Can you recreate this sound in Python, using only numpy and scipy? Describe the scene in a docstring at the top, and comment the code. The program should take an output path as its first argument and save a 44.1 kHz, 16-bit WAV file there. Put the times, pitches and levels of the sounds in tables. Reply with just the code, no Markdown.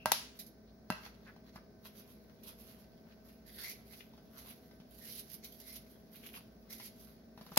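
"""Dry leaves rustle and crackle close to the microphone: parsley is shaken from a plastic jar into a palm,
crumbled between the fingers and dropped on raw meat in a bowl, in a small hard kitchen with an appliance humming.
The flip lid snaps open, the jar gets a slap, and at the end the lid snaps shut: ringing modes and noise bursts.
Surges, rubs, falling crumbs and a faint stir drive random fractures and scraping; sudden crunches add bursts.
The crackle leans right over most of its treble; the light taps and lid slips lean slightly left."""
import sys
import numpy as np
from scipy import signal
from scipy.fft import rfft, irfft, next_fast_len
from scipy.io import wavfile
from scipy.ndimage import uniform_filter1d, map_coordinates

SR = 44100
rng = np.random.default_rng(int(sys.argv[2]) if len(sys.argv) > 2 else 0)


def log_audio(samples):
    """Write samples as a 16-bit WAV file to the path given in sys.argv[1]."""
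    # one column per channel
    frames = np.atleast_2d(samples).T
    # limit to full scale, then quantise
    limited = np.clip(frames, -1, 1)
    pcm = np.round(limited * 32767).astype(np.int16)
    wavfile.write(sys.argv[1], SR, pcm)


N = 334322  # length in samples

# flakes stir faintly while the palm holds some: start_s, length_s
PALM_HOLDS = (1.82, 5.35)
STIR_CRACKLE_DB, STIR_SLIDE_DB = -80, -78  # before a slow random wobble
CATCH_DB, CATCHES_PER_S = 2.0, 170  # the pinch sticks and slips under the fingers


def herbs():
    """Shaking, rubbing and sprinkling all drive the same crackle and sliding; their powers add."""
    jar_crackle, jar_slide = surges()
    hand_crackle, hand_scrape, hollow_hz = rubs()
    catching = unit(amp(CATCH_DB * wobble(CATCHES_PER_S)))
    stir = stroke(*PALM_HOLDS, attack=0.18, release=0.96) * amp(1.14 * wobble(7.2))
    stir_crackle = amp(STIR_CRACKLE_DB) * stir
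    breaking = np.linalg.norm([jar_crackle, catching * hand_crackle, sprinkles(), stir_crackle], axis=0)
    loose = np.hypot(jar_slide, amp(STIR_SLIDE_DB) * stir)
    return flakes(breaking) + sliding(loose, catching * hand_scrape, hollow_hz)


# a pinch of flakes gives way at once: start_s, level_db (before a common trim), fall_s (time to fall by 60 dB)
PINCH_CRUNCHES = [(0.389, -33, 0.12), (0.463, -45.5, 0.095), (2.4329, -43.5, 0.085), (3.5578, -45, 0.046),
                  (3.5843, -55, 0.09), (4.3795, -43, 0.14), (4.506, -45.5, 0.12), (4.923, -49, 0.025),
                  (5.1208, -47, 0.033), (5.341, -33, 0.03), (5.443, -33.5, 0.06), (5.522, -35, 0.017),
                  (5.6, -39.5, 0.044), (5.757, -35, 0.065), (5.9045, -50, 0.073), (6.2622, -40, 0.065),
                  (6.698, -41, 0.15)]
# tone of breaking leaves: pitch_hz, level_db (relative, per Hz)
FLAKE_SPECTRUM = [(600, -35), (1800, -18.5), (3000, -11.5), (4300, -8), (5600, -7), (6800, -12.5),
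                  (7700, -18), (8600, -24.5), (9500, -13), (10500, -3.5), (12200, -2.5), (13800, -3.5),
                  (15500, -11.5), (16500, -5)]
# balance of the crackle between the ears: pitch_hz, left_minus_right_db
CRACKLE_SIDE = [(1000, 10), (2200, 0), (3200, 1.5), (4500, -3.5), (6500, -3), (8500, 5), (10200, -4.5),
                (11200, -6), (12600, -14.5), (15000, -6)]
SNAPS_PER_S, SNAPS_DB = 130, -5  # single stiff flakes snap amid the fine crackle


def flakes(gain):
    """Dry leaves slide and break in clumps; now and then a whole pinch gives way."""
    clumps = unit(amp(2.1 * wobble(45) + 0.5 * wobble(240)))
    fine = clumps * crackle(rate=6500, spread_db=3)
    snaps = amp(SNAPS_DB) * crackle(rate=SNAPS_PER_S, spread_db=-1)
    rustle = amp(-1.0) * gain * unit(coloured(fine + snaps, FLAKE_SPECTRUM))
    t = np.arange(SR // 5) / SR
    crush = np.zeros(N)
    for s, db, fall in PINCH_CRUNCHES:
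        onset = 1 - np.exp(-t / 0.00086)
        add(crush, s, amp(db - 9.0) * fading(t, fall) * onset)
    crunching = crush * unit(coloured(crackle(rate=4300, spread_db=2.5), FLAKE_SPECTRUM))
    out = placed(patchy(rustle + crunching, depth_db=1.7), 0, CRACKLE_SIDE)
    return out + shifting_kitchen(out, early_db=-2.0, late_db=-9)


# tone of loose flakes sliding: pitch_hz, level_db (relative, per Hz)
SLIDE_SPECTRUM = [(250, -3), (700, 1), (1250, 5), (1900, -2), (2900, -1.5), (3600, -1.5), (4500, -1),
                  (6200, -8.5), (7500, -14), (8600, -61), (11000, -18), (16000, -51)]


def sliding(loose_gain, cupped_gain, hollow_hz):
    """Flakes scrape over plastic and skin; in a closed hand the hollow rings at modes that follow the grip."""
    hz, t, z = signal.stft(crackle(rate=4000, spread_db=3.5), SR, nperseg=256)
    hz, centre = hz[:, None], np.interp(t, np.arange(N) / SR, hollow_hz)

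    def mode(pitch, width):
        return 1 / (1 + (2 * (hz - pitch) / width) ** 2) ** 2

    hollow = mode(centre, 760)
    hollow = hollow + amp(-3.5) * mode(2.1 * centre, 1800)
    hollow = hollow + amp(-6) * mode(2.7 * centre, 2000)
    cupped = unit(signal.istft(z * hollow, SR, nperseg=256)[1][:, :N])
    # loose flakes tumble in sparser, grittier clumps; a few slip out of the closed hand too
    loose = unit(coloured(crackle(rate=1600, spread_db=3.2) * amp(2.2 * wobble(90)), SLIDE_SPECTRUM))
    escaping_gain = amp(-15.5) * cupped_gain
    rub = cupped_gain * cupped + np.hypot(loose_gain, escaping_gain) * loose
    rub = patchy(rub, depth_db=3)
    out = placed(amp(-1) * rub, 0, [(1000, 3.5), (2300, 3.0), (4400, -3.0)])
    return out + kitchen(out, early_db=-8, late_db=-12.5)


# the jar is tipped or shaken and its flakes surge along the wall:
# crest_s, length_s, crackle_db, slide_db (drive levels)
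JAR_SURGES = [(0.025, 0.017, -78, -73), (0.369, 0.024, -66, -64.5), (0.96, 0.056, -69.5, -55.5),
              (1.053, 0.035, -58.5, -55), (1.137, 0.054, -85, -72.5), (1.255, 0.14, -81, -70.5),
              (1.476, 0.03, -73, -68.5), (1.56, 0.031, -71, -63.5), (1.866, 0.029, -58, -59),
              (1.99, 0.055, -61, -66.5), (2.1, 0.049, -63, -69), (2.485, 0.048, -56, -58.5),
              (2.603, 0.037, -58.5, -68.5), (2.699, 0.067, -60.5, -66.5), (2.807, 0.049, -65.5, -72),
              (3.11, 0.043, -81, -71), (3.287, 0.057, -67, -70), (4.388, 0.06, -58, -62),
              (4.5, 0.063, -57.5, -62), (4.647, 0.097, -73, -96), (6.158, 0.047, -56.5, -66),
              (6.255, 0.044, -58.5, -63), (6.363, 0.048, -55, -61), (7.45, 0.12, -69, -73),
              (7.538, 0.05, -63, -68)]
SETTLE = 0.98  # time a surge takes to settle, relative to the time it builds


def surges():
    """Gains of crackle and sliding in the jar: each surge swells to a rounded crest and settles."""
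    gains = np.zeros((2, N))
    for s, length, crackle_db, slide_db in JAR_SURGES:
        start = max(s - .5, 0)
        t = start - s + np.arange(SR) / SR  # time from the crest
        u = 2 * t / np.where(t < 0, length, length * SETTLE)
        swell = np.exp(1 - np.hypot(1, u * 1.203))
        add(gains, start, amp([[crackle_db], [slide_db]]) * swell)
    return gains


# the fingers grind a pinch in the closed hand: start_s, length_s, crackle_db, scrape_db (drive levels
# halfway through), hollow_hz (pitch of the hand's hollow at the start), rise_octaves_per_s
HAND_RUBS = [(3.468, 0.24, -58, -68, 1800, 0.3), (3.583, 0.13, -50.5, -53, 1680, 3.9),
             (3.905, 0.1, -66, -69.5, 2060, 1.1), (4.906, 0.16, -63, -88, 2000, 0.3),
             (5.015, 0.18, -51.5, -64.5, 1850, 1.5), (5.294, 0.034, -56.5, -69, 2430, 0.5),
             (5.435, 0.025, -54, -58.5, 2260, 0.5), (5.598, 0.081, -59, -68, 1920, 0.3),
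             (5.67, 0.088, -54, -60.5, 1970, 1.9), (6.705, 0.028, -49.5, -57.5, 2000, 0.86),
             (6.762, 0.023, -60, -64, 2110, 0.57), (6.803, 0.052, -48.5, -64, 2100, 1.5)]
RUB_ATTACK_S, RUB_RELEASE_S = 0.05, 0.11  # time to rise and to fall by 60 dB
CRACKLE_GROWS_DB, SCRAPE_GROWS_DB = 6, -3  # over one rub: as the grip tightens, more flakes break, fewer slide


def rubs():
    """Gains of crackle and scraping in the hand, and the pitch of its hollow, which rises as the fist tightens."""
    breaking, scrape, pitch = np.zeros((3, N))
    now = np.arange(N) / SR
    for s, length, crackle_db, scrape_db, hollow_hz, rise in HAND_RUBS:
        crackle_stroke = stroke(s, length, RUB_ATTACK_S, RUB_RELEASE_S, CRACKLE_GROWS_DB)
        scrape_stroke = stroke(s, length, RUB_ATTACK_S, RUB_RELEASE_S, SCRAPE_GROWS_DB)
        breaking += (amp(crackle_db) * crackle_stroke) ** 2
        power = (amp(scrape_db) * scrape_stroke) ** 2
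        scrape += power
        # where rubs overlap the stronger one dominates the pitch
        pitch += power * hollow_hz * 2 ** (rise * np.clip(now - s, 0, length))
    return np.sqrt(breaking), np.sqrt(scrape), pitch / scrape


# crumbs rain on the meat: start_s, length_s, level_db (drive level)
CRUMB_FALLS = [(3.737, 0.03, -67.5), (3.859, 0.1, -63.5), (5.223, 0.075, -63.5), (5.495, 0.12, -64.5),
               (5.802, .04, -71), (5.898, 0.019, -68.5), (6.882, 0.055, -70), (6.976, .05, -60.5)]
SPRINKLE_ATTACK_S, SPRINKLE_RELEASE_S = 0.068, 0.43  # time to rise and to fall by 60 dB


def sprinkles():
    """Gain of the crumbs that rain down and thin out."""
    power = np.zeros(N)
    for s, length, db in CRUMB_FALLS:
        power += (amp(db) * stroke(s, length, SPRINKLE_ATTACK_S, SPRINKLE_RELEASE_S)) ** 2
    return np.sqrt(power)


# clumps of flakes shaken out or flicked off the palm: start_s, length_s, level_db
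CLUMP_SHAKES = [(3.923, 0.026, -61), (3.997, 0.022, -56.5), (4.466, .07, -65), (6.144, 0.033, -60.5),
                (6.212, 0.098, -58.5), (6.327, 0.062, -56.5)]
# tone of a tumbling clump: pitch_hz, level_db (relative, per Hz)
CLUMP_SPECTRUM = [(600, -29), (1200, -11), (1800, -5), (2300, 1.5), (2950, 2), (3600, -3), (5500, -29),
                  (8000, -41), (16000, -27)]


def shakes():
    """A clump tumbles as a short swell of coarse, separate grains."""
    gain = np.zeros(N)
    for s, length, db in CLUMP_SHAKES:
        add(gain, s, amp(db) * np.sqrt(np.hanning(max(round(length * SR), 2))))
    grains = unit(coloured(crackle(rate=1000, spread_db=4.0), CLUMP_SPECTRUM))
    out = placed(gain * grains, 0, [(1000, 1)])
    return out + kitchen(out, early_db=-8.5, late_db=-16.5)


# hard blows on jar and lid: start_s, knock_db (thin wall), knock_hz (centre), snap_db (lid), thud_db (palm),
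# left_lead_ms, left_minus_right_db; levels before common trims, balance before a tilt with pitch
JAR_BLOWS = [(0.0582, -11, 950, -24, -32.5, 0.049, -1.5), (0.118, -17, 930, -15, -55, 0.08, 3),
             (0.1196, -48, 1500, -20, -45, 0.05, 22.5), (0.9023, -14.5, 1280, -33, -25, 0.07, -2),
             (0.9064, -38, 1200, -47.5, -40.5, 0.079, 4), (0.9232, -25, 2300, -44, -61, 0.056, -2),
             (7.5604, -33, 4000, -39, -68, 0.042, 2), (7.571, -14.5, 910, -48, -58, 0.31, 3),
             (7.5745, -16.5, 2000, -10.5, -25.5, 0.114, 1)]
# ringing modes of the jar's walls: pitch_hz, level_db (relative), t60_s
WALL_MODES = [(629, -12, 0.1), (820, -21.5, 0.03), (943, -0.5, 0.012), (1130, -9.5, 0.0099),
              (1315, -9.5, 0.016), (1577, -13.5, 0.04), (1930, -12, 0.019), (2670, -7, 0.019),
              (4120, -4.5, .012), (4610, -11, 0.0058), (5560, -31.5, .012)]
# modes of the jar's hollow body: pitch_hz, level_db (relative), t60_s
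BODY_MODES = [(132, -7.5, 0.15), (190, -4, 0.1), (225.7, 1.5, 0.038), (325, -3, 0.028), (460, -18.5, 0.012)]
# tone of the lid's snap: pitch_hz, level_db (relative, per Hz)
SNAP_SPECTRUM = [(200, -36.5), (450, -1), (900, -1.5), (1700, -7.5), (2800, -0.5), (5500, 3.5), (7000, -3),
                 (8700, -4), (10500, 2.5), (12300, 4.5), (14000, -4.5), (16000, -1.5)]


def jar():
    """Each blow rings the thin walls, cracks the lid's catch and thumps the hollow body."""
    out, t = np.zeros((2, N)), np.arange(SR * 3 // 4) / SR
    hz, wall_db, _ = np.transpose(WALL_MODES)
    body_db = np.transpose(BODY_MODES)[1]

    def rings(modes):
        return np.array([fading(t, t60) * np.sin(2 * np.pi * f * t) for f, _, t60 in modes])

    for s, knock_db, centre_hz, snap_db, thud_db, lead_ms, side_db in JAR_BLOWS:
        # where the jar is struck favours the modes near one pitch
        off_centre_db = 8.4 * np.abs(np.log2(hz / centre_hz))
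        strengths = amp(wall_db - off_centre_db + rng.normal(0, 1, len(hz)))
        knock = amp(knock_db - 5.5) * above(strengths @ rings(WALL_MODES), 576, order=3)
        thud = amp(thud_db - 7) * above(amp(body_db) @ rings(BODY_MODES), 130, order=2)
        # the catch chatters briefly towards each ear; the room gathers its whole, even spectrum
        chatter = rng.choice([-1, 1], (2, len(t))) * fading(t, 0.0084) * (1 - np.exp(-t / 0.00034))
        snap = amp(snap_db + 3.0) * coloured(chatter, SNAP_SPECTRUM)
        radiated = amp(snap_db + 12.5) * coloured(signal.unit_impulse(len(t)), SNAP_SPECTRUM)
        room = kitchen(radiated, early_db=-7, late_db=-2.5)
        room += kitchen(knock - thud, early_db=-11.0, late_db=-8)
        tilt = [(1500, side_db + 3.0), (5000, side_db - 6.5), (12500, side_db - 3)]
        add(out, s, placed(knock + snap - thud, lead_ms, tilt) + room)
    return out


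# light finger taps on the jar, and clumps landing:
# start_s, level_db (peak, before a common trim), pitch_hz, thump_db (peak of the jar's body)
LIGHT_TAPS = [(1.063, -41, 912, -61.5), (1.273, -50.5, 1700, -69), (1.3623, -48, 700, -61.5),
              (1.5585, -37, 1320, -50), (3.9315, -46, 2130, -80), (4.0047, -47, 2370, -80),
              (4.135, -48, 802, -76), (4.1767, -48.5, 1020, -59), (4.7112, -47.5, 1550, -61),
              (4.8, -46.5, 1760, -47), (6.1654, -58, 3330, -74), (6.343, -54, 2830, -80),
              (6.367, -57, 2860, -80), (6.7989, -35.5, 1860, -57), (7.3756, -40.5, 1200, -47),
              (7.4112, -38.5, 910, -45.5), (7.4645, -43.5, 1300, -48), (7.5181, -38, 945, -45)]
# tone of a touch: pitch_hz, level_db (relative, per Hz)
TAP_SPECTRUM = [(150, -8), (700, 6), (2000, -4.5), (5500, 7.5), (7000, -3), (8600, -22), (11000, 8),
                (15000, -3)]
TAP_T60_S = 0.035


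def taps():
    """Soft contacts: a short burst of noise in one broad resonance, and one low push of the jar's body."""
    out, t = np.zeros(N), np.arange(SR // 12) / SR
    for s, db, pitch_hz, thump_db in LIGHT_TAPS:

        def resonance(hz):
            drive = (.6 * pitch_hz + 1j * hz) * pitch_hz
            return drive / (1.3 * (pitch_hz ** 2 - hz ** 2) + 1j * hz * pitch_hz)

        touch = coloured(rng.choice([-1, 1], len(t)) * fading(t, TAP_T60_S), TAP_SPECTRUM)
        pat = filtered(touch, resonance)
        thump = t * fading(t, 0.021) * np.sin(2 * np.pi * 190 * t)
        pat = amp(db - 5.0) * pat / np.abs(pat).max()
        add(out, s, pat + amp(thump_db) * thump / np.abs(thump).max())
    out = placed(out, 0.099, [(1000, 0.97)])
    return out + kitchen(out, early_db=-3.5, late_db=-6.5)


# the thumb slips on lid and jar, thin squeaks and dull scuffs:
# start_s, length_s, level_db, pitch_hz, width_hz (between the -6 dB points)
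THUMB_SLIPS = [(0.0, 0.034, -62, 2730, 332), (0.672, 0.026, -77, 3930, 1400),
               (1.268, 0.028, -61.5, 1590, 1280), (1.562, 0.005, -55, 1353, 550)]


def slips():
    """Skin slips over plastic: a brief stutter of friction in one resonance."""
    out = np.zeros(N)
    for s, length, db, pitch_hz, width_hz in THUMB_SLIPS:
        stutter = crackle(rate=2500, spread_db=2)[0]
        friction = filtered(stutter, lambda hz: 1 / (1 + 2j * (hz - pitch_hz) / width_hz) ** 2)
        out += amp(db) * stroke(s, length, attack=0.029, release=0.07) * unit(friction)
    out = placed(out, 0.08, [(1000, 1.1)])
    return out + kitchen(out, early_db=-5.5, late_db=-12.5)


# how long the kitchen rings: pitch_hz, t60_s
KITCHEN_T60 = [(150, 0), (600, 0.33), (2000, 0.49), (5000, 0.41), (8500, 0.5), (12000, 0.23), (16000, 0.55)]
# tone of its hard surfaces: pitch_hz, level_db (relative)
WALL_SPECTRUM = [(150, -10), (700, -4.5), (2000, 3), (4800, 1.5), (6500, -2), (8600, -14), (11000, 3),
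                 (13000, -6), (16000, -16)]


def kitchen(x, early_db, late_db):
    """The answer to a sound: quick echoes from bowl and counter, then the room's tail."""
    hz, t, z = signal.stft(rng.standard_normal((2, SR * 3 // 4)), SR, nperseg=256)
    decay = fading(t, along(KITCHEN_T60, hz)[:, None])
    tone = amp(along(WALL_SPECTRUM, hz))[:, None]
    tail = signal.istft(z * decay * tone, SR, nperseg=256)[1]
    t = np.arange(tail.shape[1]) / SR
    tail = tail * (1 - np.exp(-t / 0.0017))
    early = rng.standard_normal(tail.shape) * fading(t, 0.1) * (t > .001)
    early = filtered(early, lambda f: amp(along(WALL_SPECTRUM, f)))
    answer = (amp(late_db) * unit(tail) + amp(early_db) * unit(early)) / np.sqrt(len(t))
    return signal.fftconvolve(np.atleast_2d(x), answer, axes=1)[:, :x.shape[-1]]


DRIFT_PER_S = 9  # changes of echo pattern a second, cycling through a few


def shifting_kitchen(x, early_db, late_db, count=3):
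    """The hands keep moving, so their echoes drift from one pattern to the next, cycling through count of them."""
    turn = np.arange(N) / SR * DRIFT_PER_S
    out = 0
    for k in range(count):
        weight = np.cos(np.pi / 2 * np.clip(np.abs((turn - k) % count - count / 2), 0, 1))
        out = out + kitchen(x * weight, early_db, late_db)
    return out


# motor and fan lines: pitch_hz, level_db (rms, before its wobble), waver_hz
MOTOR_LINES = [(56.9, -75, 1.8), (70.4, -77.5, 1.6), (122.6, -78.5, 1.6), (218.7, -66.5, 3),
               (249, -77, 0.91), (410.3, -73, 3.054), (483.7, -78, 1.9), (645, -74, 1.14), (1540, -85, 0.3)]
# tone of the fan's drone: pitch_hz, level_db (relative, per Hz)
DRONE_SPECTRUM = [(25, -27.5), (45, -21.5), (57, 8), (72, -12.5), (88, -5.5), (115, -4.5), (150, -4.5),
                  (175, 0), (205, 0), (245, 2), (285, -7), (400, -7.5), (455, -11), (620, -10.5),
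                  (740, -13), (900, -31), (1500, -81.5)]
# tone of the faint hiss: pitch_hz, level_db (relative, per Hz)
HISS_SPECTRUM = [(400, -7), (800, 3.5), (1250, 0), (1900, -0.5), (2900, -12.5), (4300, -4.5), (5500, -3.5),
                 (6600, -12), (8400, -32.5), (10200, -12), (11300, -11.5), (15000, -16), (16000, -29.5)]
# balance of the background between the ears: pitch_hz, left_minus_right_db
BACKGROUND_SIDE = [(60, -1), (110, 0), (200, 0.5), (380, 1), (700, 1.0), (1290, -0.5), (2380, 1.5),
                   (4400, 0), (8120, 0), (15000, -2)]


def appliance():
    """A motor's wavering lines over the drone of its fan and faint hiss."""
    hum = np.zeros(N)
    for hz, db, waver_hz in MOTOR_LINES:
        level = amp(db + 1.3 * wobble(6)) * np.sqrt(2)
        hum += level * np.sin(2 * np.pi * np.cumsum(hz + waver_hz * wobble(9)) / SR)
    # the thin whine of a power supply
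    whine = filtered(rng.standard_normal(N), lambda hz: np.exp(-((hz - 15600) / 70) ** 2))
    hum += amp(-83) * unit(whine)
    noise = amp(-60) * steady(DRONE_SPECTRUM) + amp(-72.5) * steady(HISS_SPECTRUM)
    return placed(hum + noise, 0, BACKGROUND_SIDE)


# how alike the background noise is at both ears: pitch_hz, correlation (1 is the same, 0 unrelated)
EAR_LIKENESS = [(60, 0.8), (200, 0.93), (400, 0.72), (700, 0.28), (1500, -0.15), (10000, 0.02)]


def steady(spectrum):
    """Stereo room noise of rms 1, most alike at both ears in the bass."""
    def turn(hz):
        return np.arccos(np.clip(along(EAR_LIKENESS, hz), -1, 1)) / 2

    def split(hz):
        return amp(along(spectrum, hz)) * [np.cos(turn(hz)), np.sin(turn(hz))]

    mid, side = filtered(rng.standard_normal((2, N)), split)
    return unit(np.array([mid + side, mid - side]))


def crackle(rate, spread_db):
    """Tiny fractures of scattered sizes at random moments, each thrown differently to the two ears; rms 1."""
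    sizes = amp(spread_db * np.minimum(rng.standard_exponential(N), 4.5))
    return unit((rng.random(N) < rate / SR) * sizes * rng.standard_normal((2, N)))


def stroke(start, length, attack, release, grows_db=0):
    """Gain of one gesture: attack before start, a hold that grows by grows_db, release."""
    t = np.arange(N) / SR - start
    hold = amp(grows_db * (np.clip(t / length, 0, 1) - .5))
    rise = fading(np.clip(-t, 0, 2 * attack), attack)
    return hold * rise * fading(np.clip(t - length, 0, 2 * release), release)


def patchy(x, depth_db):
    """Moving fingers shade and reflect some bands more than others."""
    z = signal.stft(x, nperseg=256)[2]
    field = rng.standard_normal(z.shape[1:])
    for _ in range(2):
        field = uniform_filter1d(field, size=3, axis=0)  # across pitch
        field = uniform_filter1d(field, size=18, axis=1)  # across time
    return signal.istft(z * amp(depth_db * unit(field)), nperseg=256)[1][:, :N]


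def placed(x, lead_ms, side):
    """Stereo: the left ear leads by lead_ms; side gives left minus right dB by frequency."""
    ears = np.array([[.5], [-.5]])

    def response(hz):
        return amp(ears * along(side, hz)) * np.exp(2j * np.pi * hz * ears * lead_ms / 10 ** 3)

    return filtered(x, response)


def amp(db):
    """Decibels to gain."""
    return 10 ** (np.asarray(db) / 20)


def unit(x):
    """Scale to rms 1."""
    return x / np.sqrt(np.mean(x ** 2) + 1e-20)


def along(points, hz):
    """(Hz, value) points read on a log axis."""
    f, v = np.transpose(points)
    return np.interp(np.log(hz + 1), np.log(f + 1), v)


def wobble(rate):
    """A smooth random curve, rate knots a second."""
    return map_coordinates(rng.standard_normal(int(N * rate / SR) + 4), [np.arange(N) * rate / SR])


def filtered(x, response):
    """x times a complex response of frequency."""
    n = x.shape[-1]
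    m = next_fast_len(n + 8192)
    return irfft(rfft(x, m) * response(np.fft.rfftfreq(m, 1 / SR)), m)[..., :n]


def coloured(x, spectrum, size=1024):
    """x through a causal (minimum-phase) filter of energy 1 with the given spectrum."""
    cepstrum = irfft(np.log(amp(along(spectrum, np.fft.rfftfreq(size, 1 / SR)))))
    cepstrum[1:size // 2] *= 2
    cepstrum[size // 2 + 1:] = 0
    kernel = irfft(np.exp(rfft(cepstrum)))
    return signal.lfilter(kernel / np.linalg.norm(kernel), 1, x)


def above(x, hz, order):
    """Causal high-pass."""
    return signal.sosfilt(signal.butter(order, hz, "high", fs=SR, output="sos"), x)


def fading(t, t60):
    """Gain that falls 60 dB in t60."""
    return np.exp(-np.log(1000) * t / np.maximum(t60, 1e-4))


def add(track, s, sound):
    """Mix a sound into a track at time s."""
    start = max(round(s * SR), 0)
    part = track[..., start:start + sound.shape[-1]]
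    part += sound[..., :part.shape[-1]]


def scene():
    """Herbs in the hands, the jar and its lid, and the kitchen's hum."""
    return herbs() + shakes() + jar() + taps() + slips() + appliance()


TOP_HZ = 16100  # middle of the recorder's 200 Hz wide cut-off


def record(dry):
    """The recorder keeps nothing above its band limit."""
    return filtered(dry, lambda hz: np.clip((TOP_HZ - hz) / 200 + .5, 0, 1))


dry = scene()
out = record(dry)
log_audio(out)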